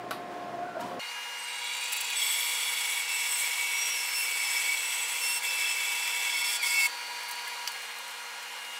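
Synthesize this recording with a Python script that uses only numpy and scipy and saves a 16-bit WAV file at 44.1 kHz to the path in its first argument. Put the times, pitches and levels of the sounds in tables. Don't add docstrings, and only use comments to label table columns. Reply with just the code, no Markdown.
import sys
import numpy as np
from scipy import signal
from scipy.io import wavfile
from scipy.ndimage import uniform_filter1d

SR = 44100
rng = np.random.default_rng(int(sys.argv[2]) if len(sys.argv) > 2 else 0)


def wav_out(sig):
    wavfile.write(sys.argv[1], SR, np.round(np.clip(np.atleast_2d(sig).T, -1, 1) * 32767).astype(np.int16))


def field_ratio(decibels):
    return 10 ** (np.asarray(decibels, dtype=float) / 20)


N = 387638
T = np.arange(N) / SR
FAST_FROM_S = .995
SQUEAL_FROM_S, SEATED_S, SETTLED_S, SQUEAL_TO_S = 1.38, 2.18, 3.7, 6.875


def evened(x):
    return x / np.sqrt(np.mean(x ** 2) + 1e-20)


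def read(points, hz):
    f, value = np.transpose(points)
    return np.interp(np.log(hz + 1), np.log(f + 1), value)


def columns(rows):
    s, *values = np.transpose(rows)
    gate = np.clip(np.minimum(T - s[0], s[-1] - T) / .004, 0, 1)
    return [gate] + [np.interp(T, s, v) for v in values]


def spell(start, end, edge_s):
    return np.sin(np.pi / 2 * np.clip(np.minimum(T - start, end - T) / edge_s, 0, 1)) ** 2


def spells_db(rows, edge_s):
    return sum(db * spell(start, end, edge_s) for start, end, db in rows)


def along(start, end, first, last):
    return np.interp(T, [start, end], [first, last])


def drift(rate_hz):
    step = 64
    lowpass = signal.butter(2, rate_hz, fs=SR / step, output="sos")
    slow = signal.sosfilt(lowpass, rng.standard_normal(N // step + 2))
    return np.interp(np.arange(N) / step, np.arange(len(slow)), evened(slow))


def noise(colour, patchy_db, size=1024):
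    frames, hz = N // (size // 4) + 5, np.fft.rfftfreq(size, 1 / SR)
    a, b, patches = rng.standard_normal((frames, len(hz), 3)).T
    patches = uniform_filter1d(patches, size=12, axis=0)
    patches = evened(uniform_filter1d(patches, size=10, axis=1))
    z = (a + 1j * b) * field_ratio(read(colour, hz)[:, None] + patchy_db * patches)
    return evened(signal.istft(z, nperseg=size, noverlap=size * 3 // 4)[1][:N])


def resonate(x, hz, width):
    turn = np.exp(2j * np.pi * np.cumsum(hz * np.ones(len(x))) / SR)
    r = np.exp(-np.pi * abs(width) / SR)
    return 2 * (turn * signal.lfilter([1 - r], [1, -r], x / turn + 1e-18)).real


def fuzzy(hz, width):
    return evened(resonate(resonate(rng.standard_normal(N), hz, width), hz, width))


def tone(hz, db, waver_hz, waver_db, rate_hz):
    turns = np.cumsum(hz + waver_hz * drift(rate_hz)) / SR + rng.random()
    return np.sqrt(2) * field_ratio(db + waver_db * drift(rate_hz)) * np.sin(2 * np.pi * turns)


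def thin(x, low_hz):
    return signal.sosfilt(signal.butter(4, low_hz, "high", fs=SR, output="sos"), x)


def add(mix, s, sound):
    part = mix[round(s * SR):][:len(sound)]
    part += sound[:len(part)]


# start_s, end_s, rise_hz, swell_db
EASES = [
    (3.26, 3.47, 38, 2),
    (4.12, 4.28, 36, 4),
    (5.16, 5.48, 42, 3),
    (6.4, 6.68, 36, 1),
    (6.74, 6.97, 10, 1),
]
EASE_S = .075
# start_s, end_s, depth_db
BREAKS = [
    (5.16, 5.22, -7),
    (5.38, 5.46, -10),
    (6.57, 6.67, -11),
]
# pitch_hz, pitch_hz
BARK_HZ = (2728, 2690)
SEATED_HZ, SETTLED_HZ = 2676, 2658
# level_db of order 1, 2, 3, 4
BARK_DB = (-53, -79, -49, -61)
SEATED_DB = (-42.5, -50, -38.5, -49.5)
DEEP_DB = (-41, -47.5, -45.5, -48.5)
# start_s, end_s, gain_db
ORDER_SPELLS = [
    [(2.16, 3.03, -6.5), (3.05, 3.2, 3), (3.25, 3.56, -4), (4.09, 4.16, -17), (4.15, 4.27, 1.5),
     (5.2, 5.42, 1.5), (5.43, 5.76, 6), (5.73, 6.3, 2.5), (6.44, 6.74, -3), (6.73, 6.9, 6), (6.77, 6.83, 4)],
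    [(2.18, 2.3, 7.5), (2.28, 2.6, 3.5), (3.05, 3.55, 2), (3.55, 3.93, -4), (3.95, 4.3, 8),
     (4.36, 4.62, 7.5), (4.8, 5.2, -5), (5.2, 5.42, 6.5), (5.46, 5.53, 9), (5.58, 5.76, 7), (6.3, 6.9, 6.5)],
    [(2.14, 2.36, 6), (3.1, 3.5, 8), (4.3, 5.4, 5.5), (6.4, 6.82, 3.5)],
    [(2.18, 2.98, 5), (2.98, 3.25, -3), (3.42, 3.95, -5), (4.3, 5.15, -5), (5.45, 6.4, -5),
     (6.4, 6.62, -10), (6.68, 6.9, 0)],
]
# start_s, end_s, gain_db
FIFTH = [
    (2.18, 2.481, 4),
    (2.501, 3.2, -8),
    (3.5, 4.049, 1),
    (4.047, 4.351, 5),
    (4.7, 5.15, -6),
    (5.45, 6.699, 2),
]


def squeal_pitch():
    times = [SQUEAL_FROM_S, SEATED_S - .04, SEATED_S, SETTLED_S]
    hz = np.interp(T, times, [*BARK_HZ, SEATED_HZ, SETTLED_HZ])
    hz = hz + 3.55 * drift(44.3) + 4 * drift(2.55)
    return hz + sum(rise_hz * spell(start, end, EASE_S) for start, end, rise_hz, _ in EASES)


def squeal_levels():
    swell_db = sum(db * spell(start, end, EASE_S) for start, end, _, db in EASES)
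    swell_db = swell_db + sum(db * spell(start, end, .4 * (end - start)) for start, end, db in BREAKS)
    times = [SEATED_S - .04, SEATED_S, SEATED_S + 1]
    orders = []
    for stages, spells in zip(zip(BARK_DB, SEATED_DB, DEEP_DB), ORDER_SPELLS):
        orders.append(np.interp(T, times, stages) + swell_db + spells_db(spells, .033))
    orders.append(orders[-1] - 4.0 + spells_db(FIFTH, .055))
    return [db + (k + 1) * .35 * drift(14) for k, db in enumerate(orders)]


# start_s, end_s, pitch_hz, top_db
SIDE_MODE = [
    (3.6, 4.12, 5656, -36),
    (4.62, 5.2, 5618, -50),
    (5.42, 5.7, 5650, -50),
    (5.7, 6.45, 5615, -52),
]
# start_s, end_s, pitch_hz, level_db
BEATS = [
    (3.6, 4.12, 3000, -51),
    (5.45, 6.4, 2965, -53),
]
# start_s, end_s, level_db
SUMS = [
    (4.3, 4.749, -52),
    (5.45, 6.449, -49.5),
    (6.447, 6.583, -43),
    (6.64, 6.877, -41),
]


def blade():
    hz, orders = squeal_pitch(), squeal_levels()
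    squeal = np.zeros(N)
    for k, db in enumerate(orders):
        squeal += tone((k + 1) * hz, db - 1.4 * k, 1.6, 2.3, 87.0)
        squeal += (.12 + .19 * k) * field_ratio(db) * fuzzy((k + 1) * hz, 26 * (k + 1))
    out = spell(SQUEAL_FROM_S, SQUEAL_TO_S, .011) * squeal

    beating = sum(field_ratio(orders[k] - 1) * fuzzy(k * hz + CHATTER_HZ[-1], 58.7) for k in range(2, len(orders)))
    out += spell(6.69, 6.88, .042) * beating

    side = sum(field_ratio(db) * spell(start, end, .59 * (end - start)) for start, end, _, db in SIDE_MODE)
    pitch_points = [(s, mode_hz) for *span, mode_hz, _ in SIDE_MODE for s in span]
    side_hz = np.interp(T, *np.transpose(pitch_points))
    sum_tone = field_ratio(-8.0) * fuzzy(side_hz + hz, 70)
    out += side * (tone(side_hz, -.88, 11.6, .73, 37.9) + .55 * fuzzy(side_hz, 90) + sum_tone)
    for start, end, beat_hz, db in BEATS:
        out += field_ratio(db) * spell(start, end, .1) * fuzzy(beat_hz, 25)
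    sums = sum(field_ratio(db) * spell(start, end, .03) for start, end, db in SUMS)
    return out + sums * fuzzy(hz + CHATTER_HZ[-1], 300) + chatter()


# start_s, pitch_hz, level_db
CLIMB = [(1.3, 2200, -51), (1.6, 2245, -42), (1.68, 2290, -40), (1.78, 2350, -41.5), (1.85, 2470, -40.5),
         (1.93, 2550, -40.5), (2.05, 2520, -41), (2.12, 2486, -37), (2.17, 2270, -45)]
# start_s, end_s, first_db, last_db
CHATTER = [(2.166, 3.301, -40.5, -36), (3.29, 3.41, -42, -44), (3.4, 4.16, -35, -38),
           (4.21, 4.701, -37.5, -30), (4.692, 4.81, -26, -37), (4.821, 5.3, -46.5, -52),
           (5.415, 6.235, -37.5, -39.5), (6.241, 6.309, -35, -34.5), (6.33, 6.389, -34, -34.5),
           (6.416, 6.462, -28, -35), (6.47, 6.568, -40, -45), (6.626, 6.68, -25.5, -32),
           (6.669, 6.716, -40, -30), (6.706, 6.868, -31.5, -23), (6.861, 6.887, -34, -44)]
CHATTER_HZ = (2252, 2255, 2255, 2258, 2258, 2230, 2260, 2220, 2210, 2215, 2310, 2200, 2205, 2208, 2208)


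def chatter():
    gate, hz, db = columns(CLIMB)
    level = gate * field_ratio(db)
    for (start, end, first_db, last_db), bout_hz in zip(CHATTER, CHATTER_HZ):
        level = level + spell(start, end, .0077) * field_ratio(along(start, end, first_db, last_db))
        hz = np.where(T > start, bout_hz, hz)
    level = level * field_ratio(.6 * drift(40))

    wheel_hz, gap_at_s, gap_share, depth_db = 23.7, 4.672, .1, -11
    throb_from_s, throb_to_s = 4.4, 4.83
    turn = (wheel_hz * (T - gap_at_s) + .5) % 1 - .5
    throb = field_ratio(depth_db * spell(throb_from_s, throb_to_s, .2) * np.exp(-(turn / gap_share) ** 2))

    most = np.where(T > 6.2, .9, .6 + .25 * spell(throb_from_s, throb_to_s, .1))
    locked = np.clip((20 * np.log10(level + 1e-9) + 41) / 9, 0, most)
    seated = np.clip((T - 2.1) / .08, .6, 1)
    loose = seated * (.3 * fuzzy(hz, 70) + .62 * tone(hz, 0, 38, 2.5, 110))
    loose = loose + (1.25 - .7 * seated) * fuzzy(hz, 230)
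    body = np.sqrt(1 - locked) * loose + np.sqrt(locked) * tone(hz, 0, 12.66, .48, 45.4)
    return throb * level * (body + field_ratio(-18.5) * fuzzy(2 * hz, 140))


# start_s, bite_db
CUT = [(1.3, -64), (1.4, -59), (1.63, -54), (1.99, -46), (2.14, -45.5), (2.2, -41), (3.02, -42.5),
       (3.26, -41.5), (4.09, -43.5), (4.59, -41.5), (5.06, -43.5), (5.21, -42.5), (6.35, -43.5),
       (6.54, -41.5), (6.87, -40), (6.88, -57), (6.9, -52)]
# pitch_hz, level_db (per Hz)
CUT_COLOUR = [(290, -100), (500, -15), (649, -65), (944, -14.5), (1240, -11.5), (1390, -65), (1760, -12),
              (2250, 4.5), (2520, -9.5), (2900, -7), (3420, -3), (3780, -9.5), (4950, -10), (6270, -9),
              (7780, -6.5), (9120, -14.5), (15800, -26.5)]
# pitch_hz, width_hz, level_db
KERF = [(4970, 250, -14), (5790, 110, 2), (6400, 240, -15), (7900, 130, 0.5), (7340, 59, 1),
        (8290, 110, 0.5), (8670, 140, 2), (10140, 170, 3), (10540, 200, -22), (12900, 300, -3),
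        (13900, 200, -5)]
# start_s, level_db
RING = [(1.4, -64), (1.65, -46), (2.13, -42), (2.2, -32.5), (2.6, -37), (2.98, -38), (3.15, -45),
        (3.3, -38), (3.5, -43), (3.85, -39.5), (4.2, -48), (4.5, -40), (5.0, -43), (5.45, -39), (6.3, -37),
        (6.55, -34), (6.88, -45)]
# start_s, level_db
ENTRY = [(1.45, -51), (1.75, -45), (2.3, -47), (2.7, -50), (4, -53)]
# start_s, end_s, level_db
RASPS = [
    (1.634, 1.66, -48),
    (1.72, 1.8, -47),
    (1.82, 1.904, -47),
    (1.96, 1.998, -42),
    (2.033, 2.15, -48),
]


def cut():
    gate, bite_db = columns(CUT)
    bright_db = -3 + 3 * np.minimum(bite_db + 43, 0) + 20 * np.log10(feed())
    bright_db = bright_db + 2.2 * sum(spell(start, end, EASE_S) for start, end, *_ in EASES)
    easing = sum(spell(start, end, EASE_S) for start, end, *_ in EASES[:3])
    ring_db = columns(RING)[1] - 2 * easing + .67 * drift(25)

    grains = field_ratio(2.8 * np.minimum(rng.exponential(1, N // 16 + 1), 5) / 2).repeat(16)[:N]
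    hiss = evened(noise(CUT_COLOUR, 1.2, size=512) * uniform_filter1d(grains, size=12))
    top = signal.sosfilt(signal.butter(2, 9500, "high", fs=SR, output="sos"), hiss)
    hiss = hiss + (field_ratio(bright_db + 12.0) - 1) * top
    rings = evened(sum(field_ratio(db + 1.6 * drift(3.0)) * fuzzy(hz, 2.2 * width) for hz, width, db in KERF))
    sound = field_ratio(bite_db + 7.0) * hiss + field_ratio(bite_db - 1.0) * rings + field_ratio(ring_db - 3.5) * kerf_ring()

    entering, entry_db = columns(ENTRY)
    sound += entering * field_ratio(entry_db) * (fuzzy(3860, 230) + .56 * fuzzy(3560, 900))
    rasp = sum(field_ratio(db) * spell(start, end, .012) for start, end, db in RASPS)
    sound += rasp * field_ratio(3 * drift(60)) * fuzzy(7200, 600)
    return thin(gate * field_ratio(.96 * drift(28)) * sound, 520)


def kerf_ring():
    broad = np.interp(T, [3, 3.5, 4.8, 5.4], [.8, .5, .55, .8]) * fuzzy(3390, 240)
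    lower = .55 * tone(3345 + 12 * drift(3), 0, 40, 4, 60)
    upper = .35 * tone(3460 + 15 * drift(3), 0, 50, 4, 60)
    return broad + lower + upper


# start_s (centre), depth_db, length_s
PAUSES = [
    (3.06, -3.5, .03),
    (5.41, -6, .018),
    (6.432, -3, .012),
    (6.6, -9, .026),
]


def feed():
    return field_ratio(sum(db * np.exp(-((T - s) / length) ** 4) for s, db, length in PAUSES))


# start_s, peak_db, pitch_hz, length_s
SNAGS = [(1.38, -30, 8180, 0.024), (1.638, -26, 7200, 0.014), (1.724, -25, 7400, .01),
         (1.743, -24, 7300, 0.01), (1.765, -22, 7600, .008), (1.807, -23, 7500, .008),
         (1.835, -18, 7700, .01), (1.878, -22, 7400, .008), (1.895, -18, 8000, 0.009),
         (1.919, -7.5, 7700, 0.019), (1.961, -11, 7600, 0.013), (2.005, -9, 7600, 0.011),
         (2.042, -19, 7600, .009), (2.063, -23, 7400, .008), (2.097, -14, 7900, 0.011)]
SNAG_ORDERS = [(1, .8), (3, 1), (4, .8), (5, .6), (6, .35)]


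def snags():
    out = np.zeros(N)
    for s, db, hz, length in SNAGS:
        u = np.arange(2000) / SR / length
        puff = rng.standard_normal(2000) * np.sqrt(u) * np.exp(-u ** 4)
        ring = sum(share * resonate(puff, hz * k / 3, 400) for k, share in SNAG_ORDERS) + .054 * puff
        add(out, s, field_ratio(db - 12.5) * ring / abs(ring).max())
    return thin(out, 1400)


# start_s, pitch_hz, level_db
SLACK = [(6.592, 2470, -41), (6.603, 2410, -35), (6.625, 2330, -37), (6.64, 2290, -48)]


def slack():
    gate, hz, db = columns(SLACK)
    pair = tone(hz, -2, 15, 1.5, 60) + tone(2 * hz, -8, 40, 1.5, 60)
    return gate * field_ratio(db) * (pair + .3 * fuzzy(2 * hz, 200))


# start_s, level_db
MOTOR = [(1.0, -57), (1.2, -45.5), (5.07, -49), (5.32, -46), (7.17, -42.5), (7.7, -41.5), (7.73, -66),
         (8.0, -46.5), (8.79, -53)]
WHINE = [(1.1, -63), (1.5, -55), (1.72, -46.5), (2.6, -45.5), (3.2, -52), (3.9, -61), (4.15, -52),
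         (5.1, -57), (5.3, -47), (5.6, -58), (6.25, -56), (6.4, -43.5), (6.86, -44), (6.92, -47),
         (7.4, -47), (7.84, -56)]
RUSH = [(.997, -52), (1.1, -45), (1.4, -50), (6.9, -43), (7.7, -43.5), (8.3, -48), (8.79, -45.5)]
# pitch_hz, level_db (per Hz)
RUSH_COLOUR = [(250, -62), (450, -11.5), (900, -0.5), (1400, -1.5), (1900, -2.5), (2300, 7), (2700, -1.5),
               (3900, 0), (4800, -7), (7000, -9.5), (9000, -9), (11500, -12.5), (15800, -20)]
# pitch_hz, level_db
FRAME = [(580, -81), (3620, -65.5), (4060, -57), (5030, -60), (5507, -62), (5985, -58.5), (7103, -64)]
# start_s, level_db
RUNNING = [(.995, -10), (1.12, 1), (7.68, -0.5), (7.85, -13)]
# start_s, level_db
TABLE = [(1, -87), (2.9, -84), (3.3, -78), (6.6, -72.5), (8, -82), (8.5, -82), (8.79, -80)]
# start_s, pitch_hz, level_db
RUN_IN = [(.995, 4330, -45), (1.05, 4400, -46), (1.1, 4500, -47), (1.13, 4520, -62)]
RUN_DOWN = [(7.689, 4520, -49), (7.73, 4420, -51), (7.77, 4300, -57), (7.85, 4250, -63)]
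# start_s, level_db
SPAN = [(1.0, -59), (1.15, -48.5), (1.6, -54), (2.1, -59), (6.87, -52.5), (6.9, -52), (7.2, -52),
        (8.79, -55.5)]
# pitch_hz, width_hz
SPAN_MODES = [(2085, 160), (2422, 170), (1653.5, 32)]


def saw():
    out = run_up()
    motor_hz = 959.4
    gate, db = columns(MOTOR)
    out += gate * (.55 * tone(motor_hz, db, .58, 2.4, 28.0) + .16 * field_ratio(db) * fuzzy(motor_hz, 28))
    gate, db = columns(RUNNING)
    out += gate * field_ratio(db) * sum(tone(hz, line_db, 2.86, .44, 9.3) for hz, line_db in FRAME)
    gate, db = columns(TABLE)
    out += gate * (tone(309.5, db, 3.7, 2.8, 5.6) + tone(340, db, 3.26, 1.0, 3.7))

    gate, hz, db = columns(RUN_IN)
    upper = fuzzy(hz, 110) + .7 * fuzzy(.88 * hz, 130)
    lower = .8 * fuzzy(.485 * hz, 120) + .6 * fuzzy(.56 * hz, 120)
    out += gate * field_ratio(db) * (upper + lower)
    gate, hz, db = columns(RUN_DOWN)
    out += gate * (tone(hz, db, 5.7, 1.5, 30) + .52 * field_ratio(db) * fuzzy(.5 * hz, 200))

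    gate, db = columns(WHINE)
    load = np.interp(T, [1.6, 2.2, SQUEAL_TO_S, SQUEAL_TO_S + .04], [0, 1, 1, 0])
    whine_hz = 4552 - 36 * load + 6 * drift(3.06)
    powered = T < RUN_DOWN[0][0]
    out += gate * powered * tone(whine_hz, db + .37 * drift(.8), 6.1, 1.2, 25)
    gate, db = columns(SPAN)
    out += gate * field_ratio(db) * sum(fuzzy(hz, width) for hz, width in SPAN_MODES)
    gate, db = columns(RUSH)
    return out + gate * field_ratio(db + 1.2 * drift(30)) * noise(RUSH_COLOUR, 1.5)


# pitch_hz, level_db (per Hz)
RUMBLE = [(47, -54), (80, -41), (242, -6.5), (459, -34), (699, -9), (834, -15), (1090, -14), (2260, -27),
          (3290, -22.5), (3750, -28.5), (15800, -44)]
# start_s, end_s, level_db
SHUDDER = [
    (0.29, .75, -54.5),
    (0.783, 1.005, -43.5),
]
# start_s, end_s, from_hz, to_hz, top_db
SWEEPS = [(.48, 0.751, 675.7, 731, -38.5), (.6, 0.79, 1450, 1500, -46.5), (0.75, 0.823, 666, 650, -44),
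          (0.788, 0.86, 925, 992, -38), (0.852, 0.922, 930, 983, -43), (0.87, 0.934, 1040, 1110, -42),
          (.92, 1.0, 1075, 1090, -44), (.66, .86, 1357, 1406, -48), (0.892, 1.023, 550, 505, -41)]


def run_up():
    shudder = sum(field_ratio(db) * spell(start, end, .026) * along(start, end, 1.46, .24)
                  for start, end, db in SHUDDER)
    out = noise(RUMBLE, 1.4) * shudder
    for start, end, from_hz, to_hz, db in SWEEPS:
        hz = along(start, end, from_hz, to_hz)
        level = field_ratio(db) * spell(start, end, .16 * (end - start)) * along(start, end, .62, .78)
        out += level * (.47 * fuzzy(hz, 64) + tone(hz, -2, 7.8, 1.6, 30))
    return out * (T < FAST_FROM_S)


# start_s, peak_db
SWITCH_ON = [
    (0.109, -20),
]
SWITCH_OFF = [
    (7.675, -19),
]
# pitch_hz, level_db, t60_s
SWITCH_MODES = [(750, -31, 0.031), (1137, -3, 0.15), (1330, 0.5, 0.081), (1500, -1, 0.071),
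                (1870, -25, 0.098), (2121, -25, 0.038), (3020, -21, 0.016), (3820, -13, 0.22)]
# pitch_hz, level_db (per Hz)
CRACK = [(290, -45), (500, -1), (1300, -2.5), (4500, -9.5), (6450, -24), (11800, -17), (15800, -31)]
# start_s, peak_db, pitch_hz, t60_s
KNOCKS = [
    (.767, -24.5, 657, 0.093),
    (.793, -32, 680, 0.076),
    (7.315, -44, 4100, .12),
    (7.468, -33, 2070, .1),
    (7.47, -36, 1690, .1),
    (7.675, -32, 3000, 0.039),
    (7.675, -28, 4840, .04),
]
# start_s, peak_db, pitch_hz (centre)
TICKS = [(0.806, -39, 8000), (.81, -38, 3600), (7.2315, -37, 9700), (7.283, -38, 10500),
         (7.2885, -28, 9480), (7.311, -27.5, 9500), (7.312, -31, 6200), (7.3537, -36, 8560),
         (7.4766, -30, 9400), (7.7174, -34, 9600), (7.8194, -38, 9360), (7.9848, -35, 9170),
         (8.079, -37, 8570), (8.11, -39, 8740), (8.4265, -37, 8820)]


def clicks():
    out, t = np.zeros(N), np.arange(8192) / SR
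    body = sum(field_ratio(db - 60 * t / t60) * np.sin(2 * np.pi * hz * t) for hz, db, t60 in SWITCH_MODES)
    body = body / abs(body).max()
    crack = noise(CRACK, 0)[:8192] * (field_ratio(-60 * t / .024) + field_ratio(-3.5 - 60 * t / .25))
    for s, db in SWITCH_ON:
        add(out, s, field_ratio(db) * (.69 * body + .27 * crack))
    for s, db in SWITCH_OFF:
        fast = (.98 * body + .35 * crack)[::4] + .14 * crack[::2][:2048]
        add(out, s, field_ratio(db) * thin(fast, 800))
    for s, db, hz, t60 in KNOCKS:
        add(out, s, field_ratio(db - 60 * t / t60) * np.minimum(t / .0012, 1) * np.sin(2 * np.pi * hz * t))
    for s, db, hz in TICKS:
        puff = rng.standard_normal(8192)
        tick = resonate(puff, hz, 2200) + .6 * resonate(puff, 1.38 * hz, 2200) + .12 * puff
        tick = thin(tick, .3 * hz) * field_ratio(-60 * t / .06)
        add(out, s, field_ratio(db) * tick / abs(tick).max())
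    return thin(out, 140)


# pitch_hz, level_db (per Hz)
AIR_SLOW = [(24, -60), (40, -33), (85, -41), (114, -24), (147, -12.5), (289, -7.5), (476, -8), (693, -5.5),
            (935, -13.5), (1090, -10), (1170, -15.5), (1580, -14.5), (1980, -18.5), (2420, -22),
            (15800, -48.5)]
AIR_FAST = [(71, -88), (120, -68), (226, -24.5), (272, -80), (333, -18.5), (400, -27.5), (540, -3.5),
            (667, -34), (709, -24), (754, -14.5), (802, -1.5), (1390, -5.5), (1540, -3), (2900, -8),
            (3280, -9), (8560, -13.5), (15800, -25.5)]
# pitch_hz, level_db
TONES_SLOW = [(296.1, -60), (355.3, -53.5), (624.5, -53), (709.4, -43.5), (1330, -67), (1534, -65),
              (2121, -67), (2460, -67)]
TONES_FAST = [(236.9, -73.5), (473.7, -64), (710.6, -63.5), (823.6, -61.5), (947.5, -69), (1421, -51),
              (1653, -65), (1895, -57.5), (2132, -57), (2842, -50), (3090, -58.5), (4264, -56), (4737, -67),
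              (5685, -64.5)]
# level_db of order 1, 2, 3
FAN_DB = (-56, -43.5, -62)
# start_s, end_s, change_db of order 1, 2, 3
LEANS = [(4.3, 8.704, 1.5, -2, -2), (5.7, 6.27, 0, 4, -6), (6.3, 8.502, 6, -3, 3), (3.3, 8.7, -0.5, -2, 8),
         (5.33, 7, -0.5, -9, -2), (6.5, 9.7, -1, -1, 0), (6.8, 8.0, -4, 2, -0.5), (7.7, 8.9, 1.5, -1, -1.5),
         (7.7, 8.75, -5, 0.5, 0.5), (7.72, 7.9, -6, 0.5, 0.5)]


def extractor():
    slow = field_ratio(-38 - 4.0) * noise(AIR_SLOW, .5, size=2048)
    slow = slow + sum(tone(hz, db, 1.67, .79, 9.1) for hz, db in TONES_SLOW)
    slow = slow + tone(1066, -52 - 10 * spell(.56, 1.1, .08), 2.5, 1.4, 12)
    slow = slow + tone(59.2, -77, .3, 1.1, 4) + tone(118.4, -62.0, .55, 2.4, 4.9)

    fan_hz = 1420.6
    fast = field_ratio(-42.5 - 1.5) * noise(AIR_FAST, 1.4)
    for k, db in enumerate(FAN_DB):
        shade_db = sum(change_db[k] * spell(start, end, .11) for start, end, *change_db in LEANS)
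        fast = fast + tone((k + 1) * fan_hz, db + shade_db, .83, .52, 21.0)
    others = [(hz, db) for hz, db in TONES_FAST if abs(hz / fan_hz % 1 - .5) < .47 or hz > 5000]
    fast = fast + sum(tone(hz, db, .59, 1.0, 11.6) for hz, db in others)
    return np.where(T < FAST_FROM_S, slow, fast)


def scene():
    sawing = feed() * (cut() + blade()) + slack() + snags()
    return np.tile(extractor() + saw() + sawing + clicks(), (2, 1))


def top_cut(x):
    return signal.sosfilt(signal.butter(12, 16800, fs=SR, output="sos"), x)


def record(dry):
    edge = signal.firwin(2047, 15770, window=("kaiser", 9), fs=SR)
    return top_cut(signal.oaconvolve(dry, edge[None], "same"))


dry = scene()
out = record(dry)
wav_out(out)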